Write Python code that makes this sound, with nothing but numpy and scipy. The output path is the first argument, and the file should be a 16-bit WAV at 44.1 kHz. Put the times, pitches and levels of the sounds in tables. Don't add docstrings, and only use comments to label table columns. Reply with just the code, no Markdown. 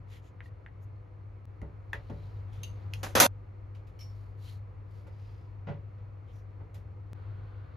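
import sys
import numpy as np
from scipy import signal
from scipy.fft import rfft, irfft
from scipy.io import wavfile
from scipy.ndimage import uniform_filter1d

SR = 44100
rng = np.random.default_rng(int(sys.argv[2]) if len(sys.argv) > 2 else 0)


def inscribe(sig):
    pcm = np.round(np.clip(np.atleast_2d(sig).T, -1, 1) * 32767)
    wavfile.write(sys.argv[1], SR, pcm.astype(np.int16))


N = 342434

# f/Hz, likeness (1 = the same)
NEAR_LIKENESS = [(100, .98), (400, .75), (900, .3), (2500, .45), (5000, .8), (8000, .9993)]
# f/Hz, level/dB per Hz
RUB_COLOUR = [(600, -33.5), (1500, -10), (3000, -4), (4500, -9), (7000, -11.5), (9000, -7.5), (11000, -15),
              (13000, -14.5), (15500, -25)]
DROPOUTS = [1.4546, 7.1323]


def amp(db):
    return 10 ** (np.asarray(db) / 20)


def evened(x):
    return x / np.sqrt(np.mean(x ** 2) + 1e-20)


def read(points, hz):
    f, value = np.transpose(points)
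    return np.interp(np.log(hz + 1), np.log(f + 1), value)


def add(mix, s, sound):
    part = mix[:, round(s * SR):][:, :sound.shape[1]]
    part += sound[:, :part.shape[1]]


def pair(size, likeness):
    a, b, c, d = rng.standard_normal((4, size))
    same = np.clip(read(likeness, np.linspace(0, SR / 2, size)), -1, 1)
    left = a + 1j * b
    right = same * left + np.sqrt(1 - same ** 2) * (c + 1j * d)
    return np.array([left, right])


def noise(size, colour, tilt_db=0, peak_hz=0, bands_db=0):
    hz = np.fft.rfftfreq(size, 1 / SR)
    peak_db = 9 / (1 + ((hz - peak_hz) / (.1 * peak_hz + 1)) ** 2)
    peak_db += bands_db * np.interp(hz, np.linspace(0, SR / 2, 100), rng.standard_normal(100))
    tilt = tilt_db * np.log2((hz + 50) / 1000)
    gain = amp(read(colour, hz) + tilt + peak_db)
    return evened(irfft(pair(len(hz), NEAR_LIKENESS) * gain, size))


def burst(colour, db, tilt_db, t60, rise=.002, peak_hz=0):
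    t = np.arange(16384) / SR
    envelope = amp(db - 6.5 - 60 * t / t60) * (1 - np.exp(-t / rise))
    return noise(len(t), colour, tilt_db, peak_hz) * envelope


def ring(modes, blur_hz, rise=.0005, clear=0.):
    t, f = np.arange(16384) / SR, np.fft.rfftfreq(16384, 1 / SR)
    out = 0
    for hz, db, t60 in modes:
        lag = np.arccos(read(NEAR_LIKENESS, hz)) * np.array([[0], [rng.choice([-1, 1])]])
        tone = np.sqrt(2) * np.sin(2 * np.pi * (hz * t + rng.random()) + lag)
        narrow_band = 1 + (2 * (f - hz) / blur_hz) ** 2
        smear = evened(irfft(pair(len(f), NEAR_LIKENESS) / narrow_band))
        blend = np.sqrt(clear) * tone + np.sqrt(1 - clear) * smear
        out = out + amp(db - 60 * t / t60) * blend
    total = np.sqrt(sum(amp(2 * db) for hz, db, t60 in modes))
    return out * (1 - np.exp(-t / rise)) / total


def room(x, t60=0.25):
    t = np.arange(SR // 2) / SR
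    taps = irfft(pair(len(t) // 2 + 1, NEAR_LIKENESS), len(t)) * amp(-60 * t / t60) * (t > .003)
    return signal.fftconvolve(x, taps / np.linalg.norm(taps[0]), axes=1)[:, :N]


def background_level(t):
    # start t/s, level at start/dB, level at end/dB
    stretches = [(0.0, -60.5, -61), (1.4548, -60.5, -55), (3.2674, -60, -60), (7.1324, -57.5, -59.5)]
    start, first_db, last_db = np.transpose(stretches)
    k = np.clip(np.searchsorted(start, t, "right") - 1, 0, None)
    share = (t - start[k]) / np.diff(np.append(start, N / SR))[k]
    return first_db[k] + share * (last_db - first_db)[k]


def room_tone():
    # f/Hz, level/dB per Hz
    tone_colour = [(24, -40), (40, -14.5), (69, -17.5), (83, -7.5), (104, -4.5), (130, -20.5), (231, -35),
                   (305, -30), (990, -39.5), (1630, -46.5), (2210, -47), (3220, -61), (5500, -70.5),
                   (16000, -82)]
    # f/Hz, likeness
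    far_likeness = [(60, 0.96), (150, 0.81), (500, 0.069), (1600, 0.054), (5000, 1), (8000, 0.59)]
    # f/Hz, left minus right/dB
    balance = [(40, -0.5), (100, 5), (250, -2), (4000, 1.5)]
    # f/Hz, width/Hz, boost/dB
    drones = [(51, 21, 4.5), (499, 40, 6.5), (990, 12, 7.5), (1250, 250, 4.5), (4259, 170, 8.5)]
    # t/s, level/dB
    hum_levels = [(0.0, -43.5), (0.26, -52), (0.5, -45.5), (0.62, -52), (0.95, -42), (1.07, -54),
                  (1.25, -44.5), (1.45, -46.5), (1.75, -45.5), (2.46, -40), (3.24, -40.5), (3.35, -43.5),
                  (3.93, -45.5), (4.2, -43.5), (5.7, -45), (6.3, -44), (6.65, -46.5), (7.26, -42),
                  (7.76, -45.5)]
    hum_hz, hum_width_hz, hum_blur = 100, 24, .45
    t, hz = np.arange(N) / SR, np.fft.rfftfreq(N, 1 / SR)
    lean_db = np.outer([.5, -.5], read(balance, hz))
    drone_db = sum(db / (1 + (2 * (hz - f) / width) ** 2) for f, width, db in drones)
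    z = pair(len(hz), far_likeness) * amp(read(tone_colour, hz) + lean_db + drone_db)
    z *= 1 - 1.0 / (1 + ((hz - hum_hz) / 16) ** 4)
    middle = irfft(z * (hz > 200) * (hz < 2500), N)
    wide = irfft(z, N) / middle.std()

    narrow_band = 1 + (2 * (hz - hum_hz) / hum_width_hz) ** 2
    blur = evened(irfft(pair(len(hz), far_likeness) / narrow_band, N))
    crest = np.where(t < DROPOUTS[0], *DROPOUTS) + .0016
    steady = np.sqrt(2) * np.cos(2 * np.pi * hum_hz * (t - crest))
    hum = evened(steady + hum_blur * blur) * amp([[1.2], [-1.2]])
    return wide * amp(background_level(t)) + hum * amp(np.interp(t, *np.transpose(hum_levels)))


def rubs():
    # middle t/s, length/s, level/dB, tilt/dB per octave, loudest f/Hz
    strokes = [(0.144, 0.2, -62, -2.5, 1990), (0.265, 0.15, -71.5, -3, 6950), (0.461, 0.11, -71, 0, 4350),
               (0.834, 0.078, -76, 8, 6440), (2.197, 1, -72.5, -3, 4140), (2.416, 0.18, -60, -17, 6400),
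               (2.579, 0.31, -70, -2.5, 3380), (2.795, 0.43, -74, -4.5, 4300),
               (2.979, 0.21, -67.5, 0, 6500), (4.152, 0.68, -76.5, 0.5, 4530), (4.486, 0.31, -62, 1, 4200),
               (4.483, .11, -61, -5, 3100), (4.974, 0.31, -75, 0, 4494), (5.276, 0.79, -73, -4, 4830),
               (6.301, .13, -70.5, -7, 3180), (6.371, 0.2, -74.5, 1.5, 5800)]
    out = np.zeros((2, N))
    for s, length, db, tilt_db, peak_hz in strokes:
        swell = np.hanning(round(length * SR)) ** 1.5
        grip = amp(1.3 * evened(uniform_filter1d(rng.standard_normal(len(swell)), 300)))
        rubbing = noise(len(swell), RUB_COLOUR, tilt_db, peak_hz, bands_db=1)
        add(out, s - len(swell) / SR / 2, amp(db) * swell * grip * rubbing)
    return out


def pricks():
    # t/s, peak level/dB, ring f/Hz, left minus right/dB, contact/s, crack against the peak/dB
    jabs = [(0.406, -34, 1930, 1.5, 0.00079, -37), (0.457, -50.5, 1880, 0, 0.004, -20),
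            (0.6631, -36, 1840, 1, .0009, -33), (1.617, -46, 2020, 0, 0.0014, -3.5),
            (1.9324, -21, 1803, 1.5, 0.00139, -12), (2.937, -27, 2600, -1, 0.00048, -1)]
    # ratio to the ring, level/dB
    overtones = [(1.475, -13), (1.855, -21), (0.54, -11.5)]
    out, t = np.zeros((2, N)), np.arange(1024) / SR
    for s, db, hz, pan_db, contact, crack_db in jabs:
        tick = np.sin(2 * np.pi * hz * t)
        tick += sum(amp(g) * np.sin(2 * np.pi * k * hz * t) for k, g in overtones)
        tick = tick * np.exp(-(t / contact - 1.3) ** 2)
        sides = amp(db + np.array([[.5], [-.5]]) * pan_db)
        add(out, s - .001, sides * tick / np.abs(tick).max())
        add(out, s - .0005, burst(RUB_COLOUR, db + crack_db, -2.8, 0.013, rise=0.000096))
    return out


def bumps():
    # t/s, nominal level/dB, tilt/dB per octave, boom f/Hz, boom against that level/dB
    hits = [(1.616, -33, -2, 64.3, -4.5), (1.935, -33, 5, 60, -5), (2.096, -29.5, -2, 64, -5.5),
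            (5.064, -43, 2, 161, -15), (5.669, -32, 2.5, 160, -14), (5.683, -30, 1.5, 152.6, -18),
            (5.697, -35, 0.5, 150, 3), (5.98, -55, 6, 154.1, 1.5), (6.599, -40.5, -1, 158, -21),
            (6.746, -47.5, 4, 164.5, -12)]
    # f/Hz, level/dB per Hz
    colour = [(40, -20), (160, -9), (570, -13), (1150, -24), (2500, -35), (3850, -46), (8000, -72),
              (12000, -84)]
    # f/Hz, level/dB, t60/s
    counter = [(154.1, 0.5, 0.41), (275, -15, .25), (343, -9, 0.13), (437, -8, 0.38), (569.4, -6.5, 0.32),
               (793, -9.5, 0.089), (897, -7.5, 0.21), (1410, -10, 0.11), (1975, -17, 0.21)]
    base_t60, shorter_per_db = 0.27, 0.03
    out = np.zeros((2, N))
    for s, db, tilt_db, boom_hz, boom_db in hits:
        t60 = base_t60 * np.exp(-shorter_per_db * tilt_db)
        boom = ring([(boom_hz, 0, 1.07 * t60)], blur_hz=29.7, rise=0.0018, clear=0.67)
        modes = [(hz, g + tilt_db * np.log2(hz / 400), decay * t60 / base_t60) for hz, g, decay in counter]
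        knock = ring(modes, blur_hz=39.4, rise=0.0079, clear=0.96)
        thud = burst(colour, db - 4, tilt_db, t60, rise=0.0027)
        add(out, s, thud + amp(db + boom_db) * boom + amp(db - 9.5) * knock)
    return out


def scuffs():
    # t/s, nominal level/dB, tilt/dB per octave, t60/s
    wet_touches = [(2.098, -53, -5, 0.079), (2.53, -58, -4, 0.38), (3.748, -57.5, -5.5, 0.22),
                   (3.87, -61, -2.5, 0.19), (5.069, -61, -1.5, 0.12), (6.743, -53.5, 0.5, 0.19)]
    out = np.zeros((2, N))
    for s, db, tilt_db, t60 in wet_touches:
        add(out, s, burst(RUB_COLOUR, db, tilt_db, t60, rise=0.00062))
    return out


def fork_clinks(hits, modes, scrape_t60):
    out = np.zeros((2, N))
    for s, db in hits:
        ringing = amp(db - 9.0) * ring(modes, blur_hz=250, clear=0.23)
        scrape = burst(RUB_COLOUR, db - 10.5, 0.5, scrape_t60, rise=0.00033)
        add(out, s, ringing + scrape)
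    return out


def steel_clinks():
    # t/s, nominal level/dB
    hits = [(2.6328, -30), (2.6432, -39)]
    # f/Hz, level/dB, t60/s
    modes = [(2780, 0, 0.1), (2920, 6, 0.068), (3550, -5, 0.089), (3850, -3, 0.097), (4550, -2.5, 0.068),
             (5900, -6, 0.084), (6300, 7.5, 0.04), (8800, 0, 0.062), (11860, -6, 0.048)]
    return fork_clinks(hits, modes, scrape_t60=.053)


def clatter():
    # t/s, nominal level/dB, tilt/dB per octave, t60/s, ring against that level/dB,
    # ring blur/Hz, crack against that level/dB
    landings = [(3.031, -27.5, -2.5, 0.24, -15.5, 90, -6.5), (3.152, -12.5, -3, 0.4, -8.5, 149.6, -11.5),
                (3.2, -8.5, 0.5, 0.28, -3.5, 70, 3.5)]
    # t/s, nominal level/dB
    rebounds = [(3.173, -16), (3.2143, -10), (3.228, -12)]
    # f/Hz, level/dB per Hz
    colour = [(40, -35.5), (90, -15.5), (244, -9.5), (417, -12.5), (566, -3.5), (690, -9), (1510, -7),
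              (2410, -11.5), (6280, -15), (8300, -12.5), (9200, -9.5), (11000, -19.5), (13000, -18),
              (16000, -20.5)]
    # f/Hz, level/dB
    cutlery = [(240, -9.5), (300, -11), (530, -1), (570, 0.5), (760, -1.5), (943, -4), (1017, -5),
               (1230, -4), (1472, -1.5), (2695, -7.5), (3252, -11), (3464, -9.5), (3648, -9.5), (4275, -10),
               (6184, -2), (7640, -15.5), (10038, 0.5), (11658, -13), (12600, -7)]
    out = np.zeros((2, N))
    for s, db, tilt_db, t60, ring_db, blur_hz, crack_db in landings:
        modes = [(hz, g, 2.2 * t60 * (hz / 1000) ** -.15) for hz, g in cutlery]
        rattle = burst(colour, db, tilt_db, t60, rise=0.00022)
        rattle += burst(colour, db + crack_db, tilt_db + 3.5, .08, rise=.0002, peak_hz=6217)
        rattle *= amp(1.2 * evened(uniform_filter1d(rng.standard_normal(rattle.shape[1]), 130)))
        add(out, s, rattle + amp(db + ring_db - 7) * ring(modes, blur_hz, clear=.7))
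    for s, db in rebounds:
        add(out, s, burst(colour, db, -1.3, .03, rise=.0004))
    return out


def bowl_clinks():
    # t/s, nominal level/dB
    hits = [(3.9905, -46), (4.0067, -43.5)]
    # f/Hz, level/dB, t60/s
    modes = [(2298, -1, 0.14), (3030, -3, 0.1), (4420, -9, 0.27), (5400, 2.5, 0.27), (5575, 5, 0.21),
             (12100, -10, 0.1)]
    return fork_clinks(hits, modes, scrape_t60=.2)


def late_hiss():
    # f/Hz, level/dB per Hz
    colour = [(700, -30), (1050, 1), (1500, 2.5), (1750, -8), (4500, -18), (6000, -50), (16000, -46)]
    hiss_db, rise_s = -66.5, 0.019
    out, t = np.zeros((2, N)), np.arange(N - round(DROPOUTS[1] * SR)) / SR
    hiss = noise(len(t) + 1, colour)[:, :len(t)]
    add(out, DROPOUTS[1], amp(hiss_db) * hiss * (1 - np.exp(-t / rise_s)))
    return out


def scene():
    cut_s, cut_db = 3.2672, -22
    background, rubbing, tick = room_tone(), rubs(), pricks()
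    touches = rubbing + bumps() + scuffs()
    clink = steel_clinks()
    before = tick + amp(-5.0) * room(tick, 0.13) + clatter()
    clink = clink + bowl_clinks()
    after = np.arange(N) / SR - cut_s
    kept = np.where(after < 0, 1, amp(cut_db - 2500 * np.maximum(after - .009, 0)))
    return before * kept + clink + amp(-7.5) * room(clink) + touches + background + late_hiss()


def record(dry):
    # f/Hz, lag/half turns
    port_lags = [(6400, 0), (8300, 1), (9700, 1), (11200, 2), (13600, 2), (14600, 3)]
    silent_s, fade_in_s, edge_hz = 0.0026, 0.018, 16300
    lag = np.exp(-1j * np.pi * read(port_lags, np.fft.rfftfreq(N, 1 / SR)))
    ports = np.array([dry[0], irfft(rfft(dry[1]) * lag, N)])
    ports = signal.sosfilt(signal.butter(4, 38, "high", fs=SR, output="sos"), ports)
    ports = ports * np.minimum(np.arange(N) / (.003 * SR), 1)
    for s in DROPOUTS:
        since = np.arange(N) / SR - s
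        ports = ports * np.where(since < 0, 1, np.clip((since - silent_s) / fade_in_s, 0, 1))
    band_limit = signal.firwin(511, edge_hz, window=("kaiser", 9), fs=SR)
    return signal.oaconvolve(ports, band_limit[None], "same")


dry = scene()
out = record(dry)
inscribe(out)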